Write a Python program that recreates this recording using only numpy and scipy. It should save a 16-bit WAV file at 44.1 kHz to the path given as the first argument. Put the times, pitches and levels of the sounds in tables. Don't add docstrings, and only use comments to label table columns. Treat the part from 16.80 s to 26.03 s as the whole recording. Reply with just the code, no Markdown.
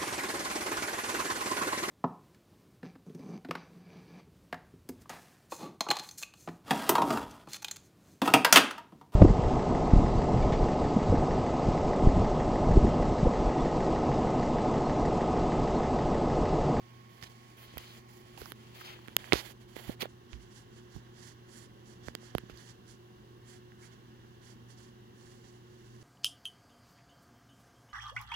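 import sys
import numpy as np
from scipy import signal
from scipy.fft import rfft, irfft, next_fast_len
from scipy.io import wavfile
from scipy.ndimage import uniform_filter1d

SR = 44100
rng = np.random.default_rng(int(sys.argv[2]) if len(sys.argv) > 2 else 0)


def transcribe(signal):
    frames = np.atleast_2d(signal).T
    limited = np.clip(frames, -1, 1)
    pcm = np.round(limited * 32767).astype(np.int16)
    wavfile.write(sys.argv[1], SR, pcm)


def invert_db(x):
    u = np.asarray(x, float) / 20
    return 10 ** u


N = 407032
FAST = next_fast_len(N)
PORT_LAG, MAT_ECHO = 20, 34

# (start [s], length [s], hiss [dB], swell across the stroke [dB], extra sheen [dB])
STROKES = [(3.268, 0.076, -61, -2, 2), (3.48, 0.11, -63, -4, -2), (3.59, 0.083, -59.5, -3, 3),
           (3.669, .18, -60, 11, 1.3), (3.906, .14, -64, -8, 1.5), (4.088, 0.13, -58.5, 4, -2),
           (4.323, 0.23, -58.5, 12, -0.2), (4.661, 0.22, -57, 5.5, 3), (5.031, 0.16, -61, -2, 1.5),
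           (5.22, .11, -54, -1, -3), (5.387, 0.15, -61, -5, 2), (5.546, 0.076, -57, -10, 2),
           (5.747, 0.22, -58.5, -7, -0.8), (6.047, .13, -57.5, -6, 0.3), (6.63, .18, -59.5, 0.1, 1.5),
           (6.976, 0.14, -60.5, -4, 2.5), (7.09, 0.099, -65, 0.1, 0.1), (7.599, 0.17, -60.5, 2, 0.5),
           (7.873, .1, -59, -8, 1), (7.956, 0.19, -65, -24, 0.1), (8.324, 0.29, -64, 5, 1.2),
           (8.557, 0.27, -67, 4, 0), (8.802, 0.55, -67.5, 13, -0.5)]
STROKE_ATTACK_S, STROKE_RELEASE_S = 0.083, 0.086
STROKE_BODY_DB, STROKE_GRIT_DB, STROKE_PAN_DB = -4.5, -12, -12.5
FIRM_DB = -55.5
SHEEN_DB, SHEEN_STEEP = -3.5, 1.2
SOFT_EDGE = 1.4
# (time [s], page body [dB])
CREEP = [(3.2, -88), (3.5, -67), (4.3, -66.5), (5.0, -71.5), (5.7, -61), (6.2, -81), (7.0, -70), (7.5, -70),
         (9.23, -86)]
CREEP_HISS_DB = -7
# (start [s], length [s], hiss [dB], page body minus hiss [dB], fine grit minus hiss [dB])
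RUSTLES = [(0, 0.29, -77, 14, -3), (0.281, 0.26, -69, 6.5, -1), (0.41, 0.079, -57.5, 1.5, -16),
           (.49, 0.29, -67, 2.5, -11), (0.763, 0.12, -64, 6.5, 3.5), (0.866, 0.16, -65, 5.5, -11),
           (0.983, 0.24, -60, 1.5, -6), (1.276, 0.15, -62.5, 0, -2), (1.4, 0.21, -67, 6.5, -9),
           (1.57, 0.17, -60.5, 3.5, 2.5), (1.745, 0.15, -67.5, 5, -8), (1.862, 0.12, -66.5, 4.5, -7),
           (1.942, .12, -60.5, 5.5, -2), (2.033, .14, -61, 9, -5.5), (2.152, .22, -66.5, 7, -6),
           (2.378, 0.22, -59, 8, -5), (2.52, 0.22, -55, 7, 0), (2.796, 0.063, -66, 5, -8),
           (2.874, 0.11, -63.5, 4.5, -6), (2.949, 0.21, -57.5, 7.5, 0), (3.188, 0.097, -64, 16, -6),
           (3.197, .055, -58, 4, 12)]
RUSTLE_ATTACK_S, RUSTLE_RELEASE_S, RUSTLE_SWELL_DB = 0.018, 0.045, 1
# (time [s], left minus right [dB])
PAGE_SIDE = [(0, -21), (.45, -6), (1.05, 2.5), (1.33, -4), (1.6, -5.5), (2.1, 5.5), (2.5, -8), (2.97, -18),
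             (3.25, -1)]
# (frequency [Hz], level [dB per Hz])
PAGE_BODY = [
    [(600, -0.5), (1100, 1), (1700, -1), (2400, -1), (3200, 0.5), (4700, -9), (5600, -25.5)],
    [(600, -10.5), (1100, 0), (1750, 3), (2400, -7.5), (2900, -1), (3300, -1.5), (4700, -13.5),
     (5600, -31.5)],
]
RUSTLE_HISS = [(3200, -6), (4600, 3.5), (6000, 1.5), (7300, 3), (8300, -6), (10000, 0.5), (11600, -12),
               (12300, -35.5)]
STROKE_HISS = [(3000, -10.5), (4200, -0.3), (4700, 0), (5500, 0.7), (6300, 0.5), (7000, -1), (8500, -15.5),
               (10500, -16), (11500, -41)]
# (frequency [Hz], level [dB per Hz])
SHEEN = [(6300, -30), (7000, 0), (7600, -0.5), (8300, -8), (9600, -1), (10200, -8), (11500, -9),
         (12200, -30)]
# (frequency [Hz], level [dB per Hz])
GRIT = [(9000, -30.5), (10700, -0.5), (12000, 0.5), (13000, -6), (14800, -2), (15800, -5.5), (16500, -25.5)]
# (frequency [Hz], level [dB])
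LEFT_PORT = [(800, -9.5), (3000, -3), (5200, -9.5), (6000, -30.5), (12500, -20), (14500, -3.5)]
# (start [s], length [s], level [dB], resonance [Hz], left minus right [dB])
RUBS = [(.432, .014, -54, 4500, -10), (.432, .016, -54, 2200, -10), (.455, .03, -59, 3500, -6),
        (1.665, .05, -60, 12000, -12), (.8, .16, -66, 3800, -5), (.99, .19, -61, 3700, -4),
        (2.04, .12, -57, 2500, -2), (1.96, .16, -64, 4400, -2), (5.694, .014, -56, 2600, -10),
        (7.0, .08, -63, 1750, -4), (6.68, .1, -68, 1700, -4), (2.54, .07, -47, 4000, -14),
        (4.42, .1, -66, 1600, -4), (5.772, .03, -60, 4500, -10), (6.85, .3, -74, 1400, -3),
        (7.15, .5, -72, 1400, -3)]
RUB_WIDTH, RUB_GRAIN_DB = .45, 2.5
RUB_TAPER = .7

# (time [s], peak [dB], ring [Hz], crack minus peak [dB], fall by 60 dB [ms])
CASE_TICKS = [(0.9807, -36, 3350, -10, 6), (0.9806, -25, 12500, -12, 1.6), (1.6585, -38, 1260, -12, 6.4),
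              (1.7203, -31, 1500, -20, 2.4), (1.7204, -35, 3300, -20, 3.5), (1.7203, -34, 11500, -14, 1.6),
              (1.576, -46, 4900, -8, 5), (.4264, -41, 4800, -6, 4), (5.774, -45, 4800, -3, 5),
              (1.6175, -44, 4700, -14, 4), (1.657, -42, 5200, -6, 4), (2.277, -41, 1500, -6, 1.5),
              (2.2832, -33, 1700, -4, 2), (2.5326, -10, 3700, -18, 1.4), (2.5393, -16, 1500, -11.5, 1.3),
              (2.5562, -28, 2200, -12, 1.8), (2.966, -37, 2050, -3, 4), (3.107, -43, 3420, 0, 2.6),
              (3.2138, -32, 3600, -8, 3), (3.2195, -23, 3300, -6, 1.7), (3.2219, -24, 3700, -8, 2.4),
              (3.228, -32, 2600, -6, 3), (3.252, -40, 1500, -20, 4), (3.5317, -32, 2620, -28.5, 1.1),
              (3.538, -44, 2410, -12, 2.5), (5.2844, -33, 1700, -20, 3), (5.2844, -37, 3800, -8, 2),
              (5.3515, -26, 1600, -8, 1.2), (5.3516, -37, 7000, -20, 1.5), (5.3514, -29.5, 3340, -6, 4),
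              (5.3517, -34, 5100, -20, 3.5), (5.3514, -28.5, 11500, -20, 1), (5.387, -50, 2000, -13, 1.3),
              (5.5502, -30, 1100, -3, 2), (5.5508, -31, 3300, -6, 4), (5.559, -48, 4200, -8, 2),
              (5.5828, -25, 1500, -22, 2), (5.5829, -32, 2900, -20, 3), (5.5828, -31, 11800, -20, 1.5),
              (5.6976, -41, 1330, -9, 4)]
BOOK_TICKS = [(.4262, -36, 1980, -18, 6.4), (0.9721, -40, 2300, 0, 3), (.9843, -49, 3300, -9, 1.7),
              (1.576, -40.5, 2860, -9, 4.5), (1.6164, -38.5, 1500, -2, 6), (1.6635, -42, 900, -19, 4),
              (2.0118, -36, 1500, -10, 5), (2.0155, -38, 1300, -18, 8), (2.291, -44, 1500, -14, 4),
              (2.406, -45, 2010, -18, 4), (2.4426, -33, 1800, -18, 3.6), (2.5232, -5.5, 2240, -28, 3.6),
              (2.5237, -20, 1350, -28, 3), (2.1903, -44, 1190, -18, 6), (2.26, -46, 1750, -18, 5),
              (2.476, -42, 1400, -18, 5), (2.72, -65, 5050, 23, 1.7), (3.119, -41.5, 3500, 3, 1.8),
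              (3.256, -45, 3000, 0, 2.2), (3.2235, -36, 1100, -20, 8), (3.228, -37, 1150, -20, 8),
              (3.214, -41, 1300, -20, 5), (4.163, -44, 800, -8, 9), (6.9198, -46.5, 1750, -23.5, 8.2)]
# (time [s], peak [dB], ring [Hz], fall by 60 dB [ms])
LEFT_TICKS = [(.9714, -45, 1700, 9), (.9806, -41, 2100, 5), (.9836, -43, 2400, 6), (2.5231, -29, 2240, 6),
              (2.5324, -29, 650, 22), (3.0945, -45, 600, 14), (3.2132, -36, 2800, 6),
              (3.2194, -37, 3000, 4), (3.2217, -33, 2400, 6), (3.228, -37, 2200, 6), (5.3512, -43, 2100, 6),
              (5.5511, -37, 750, 14)]
# (time [s], peak [dB], ring [Hz], left minus right [dB], fall by 60 dB [ms])
SNAP = [
    (2.3661, -11.5, 14300, -5.5, 2.2),
    (2.3663, -17, 8800, -8, 1.2),
    (2.3662, -16, 6000, -8, 1.2),
    (2.3665, -17.5, 1750, -25, 1.8),
    (2.3667, -13.5, 3300, -30.5, 2.8),
    (2.3665, -24, 3900, -20, 1.5),
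    (2.3663, -20, 7100, -8, 2),
    (2.3659, -17, 2980, 25, 3.6),
]
CASE_TICK_PAN_DB, BOOK_TICK_PAN_DB, LEFT_TICK_PAN_DB = -41.5, -13, 25
LEFT_CRACK_DB, SNAP_CRACK_DB = -14, -8
# (frequency [Hz], level [dB per Hz])
BOOK_CRACK = [(600, -24), (1500, 4), (4500, -5), (6500, 0.5), (8500, -6.5), (11000, -3.5), (13500, -0.5),
              (15500, -12), (16500, -42.5)]
CASE_CRACK = [(600, -10.5), (3400, -1), (5000, -4), (6500, -17), (9000, -12), (11500, 0), (14000, -9),
              (16500, -43)]
# (time [s], peak [dB], first pitch [Hz], fall by 60 dB [ms], pitch sag)
CASE_KNOCKS = [(.9718, -30.5, 1650, 7, 2.4), (1.7209, -38, 442, 6, 1), (2.2838, -38, 283, 14, .11),
               (2.524, -15, 590, 5.5, 0.19), (2.966, -30.5, 470, 8.1, 0.51), (3.0925, -32, 140, 9, .05),
               (3.2255, -31, 290, 18, .14), (3.2316, -28, 480, 14, .1), (3.2563, -30, 620, 8, .05),
               (3.527, -39.5, 62, 300, .02), (4.163, -32.5, 172, 35, .5), (5.2818, -42, 700, 6, .2),
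               (5.2841, -30, 2500, 17, 1.7), (5.431, -45, 600, 8, 0.45), (5.3519, -34, 405, 6, 0.86),
               (5.5507, -23, 2000, 20, 1.9), (5.556, -38, 75, 89, .13), (5.5834, -36, 540, 14, 1),
               (5.635, -39.5, 196, 22, .14), (5.698, -36, 397, 7.1, 0.36)]
# (time [s], peak [dB], pitch [Hz], left minus right [dB], fall by 60 dB [ms])
BOOK_KNOCKS = [(0.428, -41.5, 110, 3, 38), (.939, -40.5, 300, -10, 8.2), (1.578, -41, 910, -12, 20),
               (1.618, -34, 425, 2, 23), (2.367, -37, 450, 9, 14), (2.5328, -11.5, 374, -18, 17),
               (2.5382, -17.5, 560, -14, 8.6), (2.556, -26, 448, 1, 14), (3.0948, -25, 230, -20, 15),
               (3.0983, -36, 590, 20, 26), (3.2553, -35, 600, -15, 4), (5.5511, -23, 400, -18, 8)]
CASE_KNOCK_PAN_DB, BOOK_SAG = -18, .05
CASE_RISE, BOOK_RISE, SNAP_RISE, KNOCK_RISE, BOOK_KNOCK_RISE = 0.44, .8, 0.35, 0.37, .3
# (time [s], peak [dB])
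THUDS = [(.43, -65), (0.961, -41), (1.15, -58), (1.61, -43), (2.532, -30.5), (3.08, -37), (4.152, -38),
         (5.061, -58.5), (5.271, -41), (5.549, -32), (5.72, -45)]
# (start [s], length [s], level [dB], left minus right [dB])
SCRAPES = [(.4255, .004, -47, -20), (.433, .012, -50, -20), (.412, .006, -58, -12), (0.466, 0.012, -54, -9),
           (7.02, 0.055, -68, -5), (0.982, 0.0061, -49, -26), (1.6, 0.068, -56.5, -33),
           (2.043, 0.056, -52.5, -5), (2.089, 0.062, -56, -3), (2.519, 0.105, -41, -18.5),
           (3.204, 0.033, -40, -12), (5.695, 0.03, -60.5, -14), (5.734, 0.036, -65.5, -13)]

# (frequency [Hz], level [dB rms])
HUM = [
    (120, -58.5),
    (240, -70),
]
# (time [s], level [dB])
HUM_SWELL = [(0.0, -67.5), (2.6, -60), (9.23, -61.5)]
# (time [s], level [dB])
WHINE = [(0, -66.5), (1.5, -71), (2.3, -78), (4.5, -76), (5.5, -78), (9.23, -81)]
WHINE_HZ = 1093

# (frequency [Hz], level [dB per Hz])
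AIR_LOW = [(15, -43.5), (25, -15.5), (65, -3.5), (118, 0), (141, -5.5), (167, -3.5), (237, -9), (285, -26),
           (362, -1), (600, -30), (780, -62), (1320, -120)]
AIR_LOW_DB = -61
# (frequency [Hz], level [dB per Hz])
AIR_LEFT = [
    [(480, -110), (600, -97.5), (780, -92.5), (950, -99), (1100, -95), (1400, -102), (1800, -107),
     (2200, -95.5), (2650, -107), (3100, -99), (3600, -110), (7000, -120), (14500, -114), (16500, -116)],
    [(480, -110), (600, -104), (780, -99), (1000, -107), (1200, -106), (1550, -95.5), (1900, -100),
     (2450, -111), (2800, -97.5), (3500, -108), (4500, -114), (7000, -120), (14500, -116), (16500, -117)],
]
AIR_RIGHT = [
    [(480, -110), (600, -112), (780, -92.5), (1100, -94), (1400, -100), (1800, -92.5), (2650, -101),
     (3100, -101), (4000, -105), (4600, -101), (7000, -107), (8200, -115), (12000, -116), (16500, -117)],
    [(480, -110), (600, -110), (800, -95), (1050, -92.5), (1300, -99), (1700, -100), (2100, -104),
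     (2500, -111), (2750, -101), (3300, -101), (4500, -106), (6500, -108), (8000, -117), (10000, -118),
     (13000, -118), (16500, -119)],
]
# (time [s], share of the later colour [0-1])
TILT = [(0, 0), (1.3, .03), (1.9, .8), (3.4, .98), (9.23, .99)]
# (frequency [Hz], likeness [0-1])
AIR_SHARED = [(60, 0.23), (200, 1), (1000, 0.56), (4000, 0.173), (12000, 0.087)]
# (frequency [Hz], width [Hz], level [dB rms])
AIR_MODES = [(45.7, 9, -71), (221.7, 26, -63), (330, 19, -68.5), (450, 47, -76), (540, 25, -79),
             (738, 18, -77)]


def friction():
    stroke, sheen = stroke_pushes()
    hiss, body, grit = rustle_pushes()
    creep = invert_db(curves(CREEP)[0])
    layers = [
        (RUSTLE_HISS, hiss),
        (STROKE_HISS, stroke + creep * invert_db(CREEP_HISS_DB)),
        (SHEEN, sheen),
        (PAGE_BODY[0], body),
        (PAGE_BODY[1], stroke * invert_db(STROKE_BODY_DB) + creep),
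        (GRIT, grit + stroke ** 2 * invert_db(STROKE_GRIT_DB - FIRM_DB)),
    ]
    side = invert_db(curves(PAGE_SIDE + [(STROKES[1][0], STROKE_PAN_DB)])[0])
    out = np.zeros((2, N))
    judder = walk(70)
    for table, pressure in layers:
        catch = invert_db(2 * rng.exponential(size=N) + .8 * walk(90) + 1.35 * judder)
        direct = colour(rng.standard_normal(N) * catch, table) * pressure
        other = colour(rng.standard_normal(N) * catch, table) * pressure
        left = np.roll(.5 * direct + 1.7 * other, PORT_LAG) * side
        out += [left, direct]
    out[0] = shade(rfft(out[0], FAST), LEFT_PORT)
    out[1] = off_mat(out[1], .35)
    return out


def stroke_pushes():
    pushes = [(s, length, db, swell_db) for s, length, db, swell_db, _ in STROKES]
    bright = [(s, length, db - FIRM_DB + extra_db, swell_db) for s, length, db, swell_db, extra_db in STROKES]
    stroke = gestures(pushes, STROKE_ATTACK_S, STROKE_RELEASE_S)
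    sheen = gestures(bright, STROKE_ATTACK_S, STROKE_RELEASE_S) ** SHEEN_STEEP
    return stroke, sheen * invert_db(FIRM_DB + SHEEN_DB)


def rustle_pushes():
    hiss, body, grit = [], [], []
    for s, length, db, body_db, grit_db in RUSTLES:
        hiss.append((s, length, db, RUSTLE_SWELL_DB))
        body.append((s, length, db + body_db, RUSTLE_SWELL_DB))
        grit.append((s, length, db + grit_db, RUSTLE_SWELL_DB))
    return [gestures(rows, RUSTLE_ATTACK_S, RUSTLE_RELEASE_S) for rows in (hiss, body, grit)]


def rubs():
    out = np.zeros((2, N))
    grains = rng.standard_normal(N) * invert_db(RUB_GRAIN_DB * walk(60))
    for s, length, db, hz, pan_db in RUBS:
        i, n = int(s * SR), int(length * SR)
        edges = [hz / (1 + RUB_WIDTH / 2), hz * (1 + RUB_WIDTH / 2)]
        sos = signal.butter(2, edges, "band", fs=SR, output="sos")
        rub = level(signal.sosfilt(sos, grains[i:i + n]), db)
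        add(out, rub * signal.windows.tukey(n, RUB_TAPER), s, pan_db)
    return out


def ticks():
    out = np.zeros((2, N))
    white = rng.standard_normal(N)
    book, case = colour(white, BOOK_CRACK), colour(white, CASE_CRACK)
    events = [(*r, CASE_TICK_PAN_DB, case, CASE_RISE) for r in CASE_TICKS]
    events += [(*r, BOOK_TICK_PAN_DB, book, BOOK_RISE) for r in BOOK_TICKS]
    events += [(s, db, hz, SNAP_CRACK_DB, t60_ms, pan_db, book, SNAP_RISE)
               for s, db, hz, pan_db, t60_ms in SNAP]
    events += [(s, db, hz, LEFT_CRACK_DB, t60_ms, LEFT_TICK_PAN_DB, book, BOOK_RISE)
               for s, db, hz, t60_ms in LEFT_TICKS]
    for s, db, hz, crack_db, t60_ms, pan_db, crack, rise in events:
        t60_ms = max(t60_ms, .5)
        tone = ring(hz, t60_ms, rise, sag=0.0085)
        i, t = int(s * SR), np.arange(len(tone)) / SR
        burst = crack[i:i + len(tone)] * invert_db(-60000 * t / t60_ms)
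        burst = burst / np.abs(burst).max()
        add(out, invert_db(db) * (invert_db(crack_db) * burst - tone), s, pan_db)
    return out


def knocks():
    out = np.zeros((2, N))
    events = [(s, db, hz, CASE_KNOCK_PAN_DB, t60_ms, sag, KNOCK_RISE, 1)
              for s, db, hz, t60_ms, sag in CASE_KNOCKS]
    events += [(*r, BOOK_SAG, BOOK_KNOCK_RISE, -1) for r in BOOK_KNOCKS]
    for s, db, hz, pan_db, t60_ms, sag, rise, push in events:
        blow = ring(hz, max(t60_ms, 2), rise, max(sag, .01))
        add(out, push * invert_db(db) * blow, s, pan_db)
    return out


def thuds():
    out = np.zeros((2, N))
    for s, db in THUDS:
        add(out, invert_db(db) * ring(73.0, t60_ms=116, rise=0.216, sag=0.102), s, -14)
    return out


def scrapes():
    out = np.zeros((2, N))
    slips = rng.standard_normal(N) * invert_db(2.0 * rng.exponential(size=N))
    slips = colour(slips, [(200, -23.0), (700, 0.5), (2500, 2.0), (5000, 0.0), (8500, -14.0),
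                           (14000, -10), (16500, -91)])
    slips = off_mat(slips, 0.1)
    for s, length, db, pan_db in SCRAPES:
        i, n = int(s * SR), int(length * SR)
        shape = signal.windows.tukey(n, .3) * invert_db(np.linspace(3, -5, n))
        add(out, invert_db(db) * slips[i:i + n] * shape, s, pan_db)
    return out


def appliance():
    t = np.arange(N) / SR
    hum = np.zeros(N)
    for hz, db in HUM:
        hum += invert_db(db + 1.0 * walk(8)) * np.sin(2 * np.pi * hz * t + .2 * walk(5))
    third_db = curves(HUM_SWELL)[0] - 3.5 + 2.2 * walk(8.3)
    hum += invert_db(third_db) * np.sin(2 * np.pi * 3 * HUM[0][0] * t + 0.28 * walk(5.7))
    whine = invert_db(curves(WHINE)[0]) * np.sin(2 * np.pi * WHINE_HZ * t + 0.5 * walk(6.7))
    return np.sqrt(2) * (ports(hum, -1.5) + ports(whine, -15.5))


def air():
    alike = np.clip(on_hz(AIR_SHARED), 0, 1)
    later = np.clip(curves(TILT)[0], 0, 1)
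    shared = rng.standard_normal(N)
    low, high = [], []
    for tables, lag in ((AIR_LEFT, PORT_LAG), (AIR_RIGHT, 0)):
        common = rfft(np.roll(shared, lag), FAST)
        own = rfft(rng.standard_normal(N), FAST)
        mix = np.sqrt(alike) * common + np.sqrt(1 - alike) * own
        low.append(shade(mix, AIR_LOW))
        first, second = (shade(mix, table) * np.sqrt(SR / 2) for table in tables)
        high.append((1 - later) * first + later * second)
    swell_db = curves(HUM_SWELL)[0]
    swell = invert_db(0.54 * (swell_db - swell_db.mean()))
    modes = sum(band(hz, width) * invert_db(db + 1.2 * walk(3)) for hz, width, db in AIR_MODES)
    return swell * (level(np.array(low), AIR_LOW_DB) + ports(modes, -1.2)) + np.array(high)


def gestures(rows, attack_s, release_s):
    out, t = np.zeros(N), np.arange(N) / SR
    for s, length, db, swell_db in rows:
        on = slice(int(s * SR), int((s + length) * SR))
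        x = t[on] - s
        edge = np.clip(np.minimum(x / attack_s, (length - x) / release_s), 0, 1)
        out[on] += np.sin(edge * np.pi / 2) ** SOFT_EDGE * invert_db(db + swell_db * (x / length - .5))
    return out


def ring(hz, t60_ms, rise, sag):
    t = np.arange(int(t60_ms * SR / 1000) + 40) / SR
    turns = np.log1p(sag * hz * t) / sag
    push = np.sin(np.minimum(turns / rise, 1) * np.pi / 2) ** 2
    x = np.sin(2 * np.pi * turns) * invert_db(-60000 * t / t60_ms) * push
    return x / np.abs(x).max()


def off_mat(x, share):
    return x - share * np.roll(uniform_filter1d(x, size=5), MAT_ECHO)


def ports(x, pan_db):
    share = invert_db(pan_db)
    return np.array([np.roll(x, PORT_LAG) * share, x]) * 2 / (1 + share)


def add(out, x, s, pan_db):
    both = ports(np.pad(x, (0, PORT_LAG)), pan_db)
    i = int(s * SR)
    out[:, i:i + both.shape[1]] += both


def level(x, db):
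    return x * invert_db(db) / np.sqrt(np.mean(x ** 2))


def on_hz(table):
    hz, value = np.transpose(table)
    return np.interp(np.log(np.fft.rfftfreq(FAST, 1 / SR) + 1), np.log(hz), value)


def shade(spectrum, table):
    return irfft(spectrum * invert_db(on_hz(table)), FAST)[:N]


def colour(x, table):
    return level(shade(rfft(x, FAST), table), 0)


def band(hz, width):
    b, a = signal.iirpeak(hz, hz / width, SR)
    return level(signal.lfilter(b, a, rng.standard_normal(N)), 0)


def curves(table):
    s, *columns = np.transpose(table)
    return [np.interp(np.arange(N) / SR, s, c) for c in columns]


def walk(rate):
    k = int(SR / rate)
    steps = np.repeat(rng.standard_normal(N // k + 1), k)
    return 1.5 * uniform_filter1d(uniform_filter1d(steps, k), k)[:N]


def scene():
    fingers = ticks() + knocks() + thuds() + scrapes()
    return friction() + rubs() + fingers + appliance() + air()


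def band_limit(x):
    return signal.sosfilt(signal.butter(12, 17000, fs=SR, output="sos"), x)


def record(dry):
    wet = signal.sosfilt(signal.butter(2, 46, "high", fs=SR, output="sos"), dry)
    wet = signal.sosfilt(signal.ellip(6, .3, 50, 16550, fs=SR, output="sos"), wet)
    return band_limit(wet)


dry = scene()
out = record(dry)
transcribe(out)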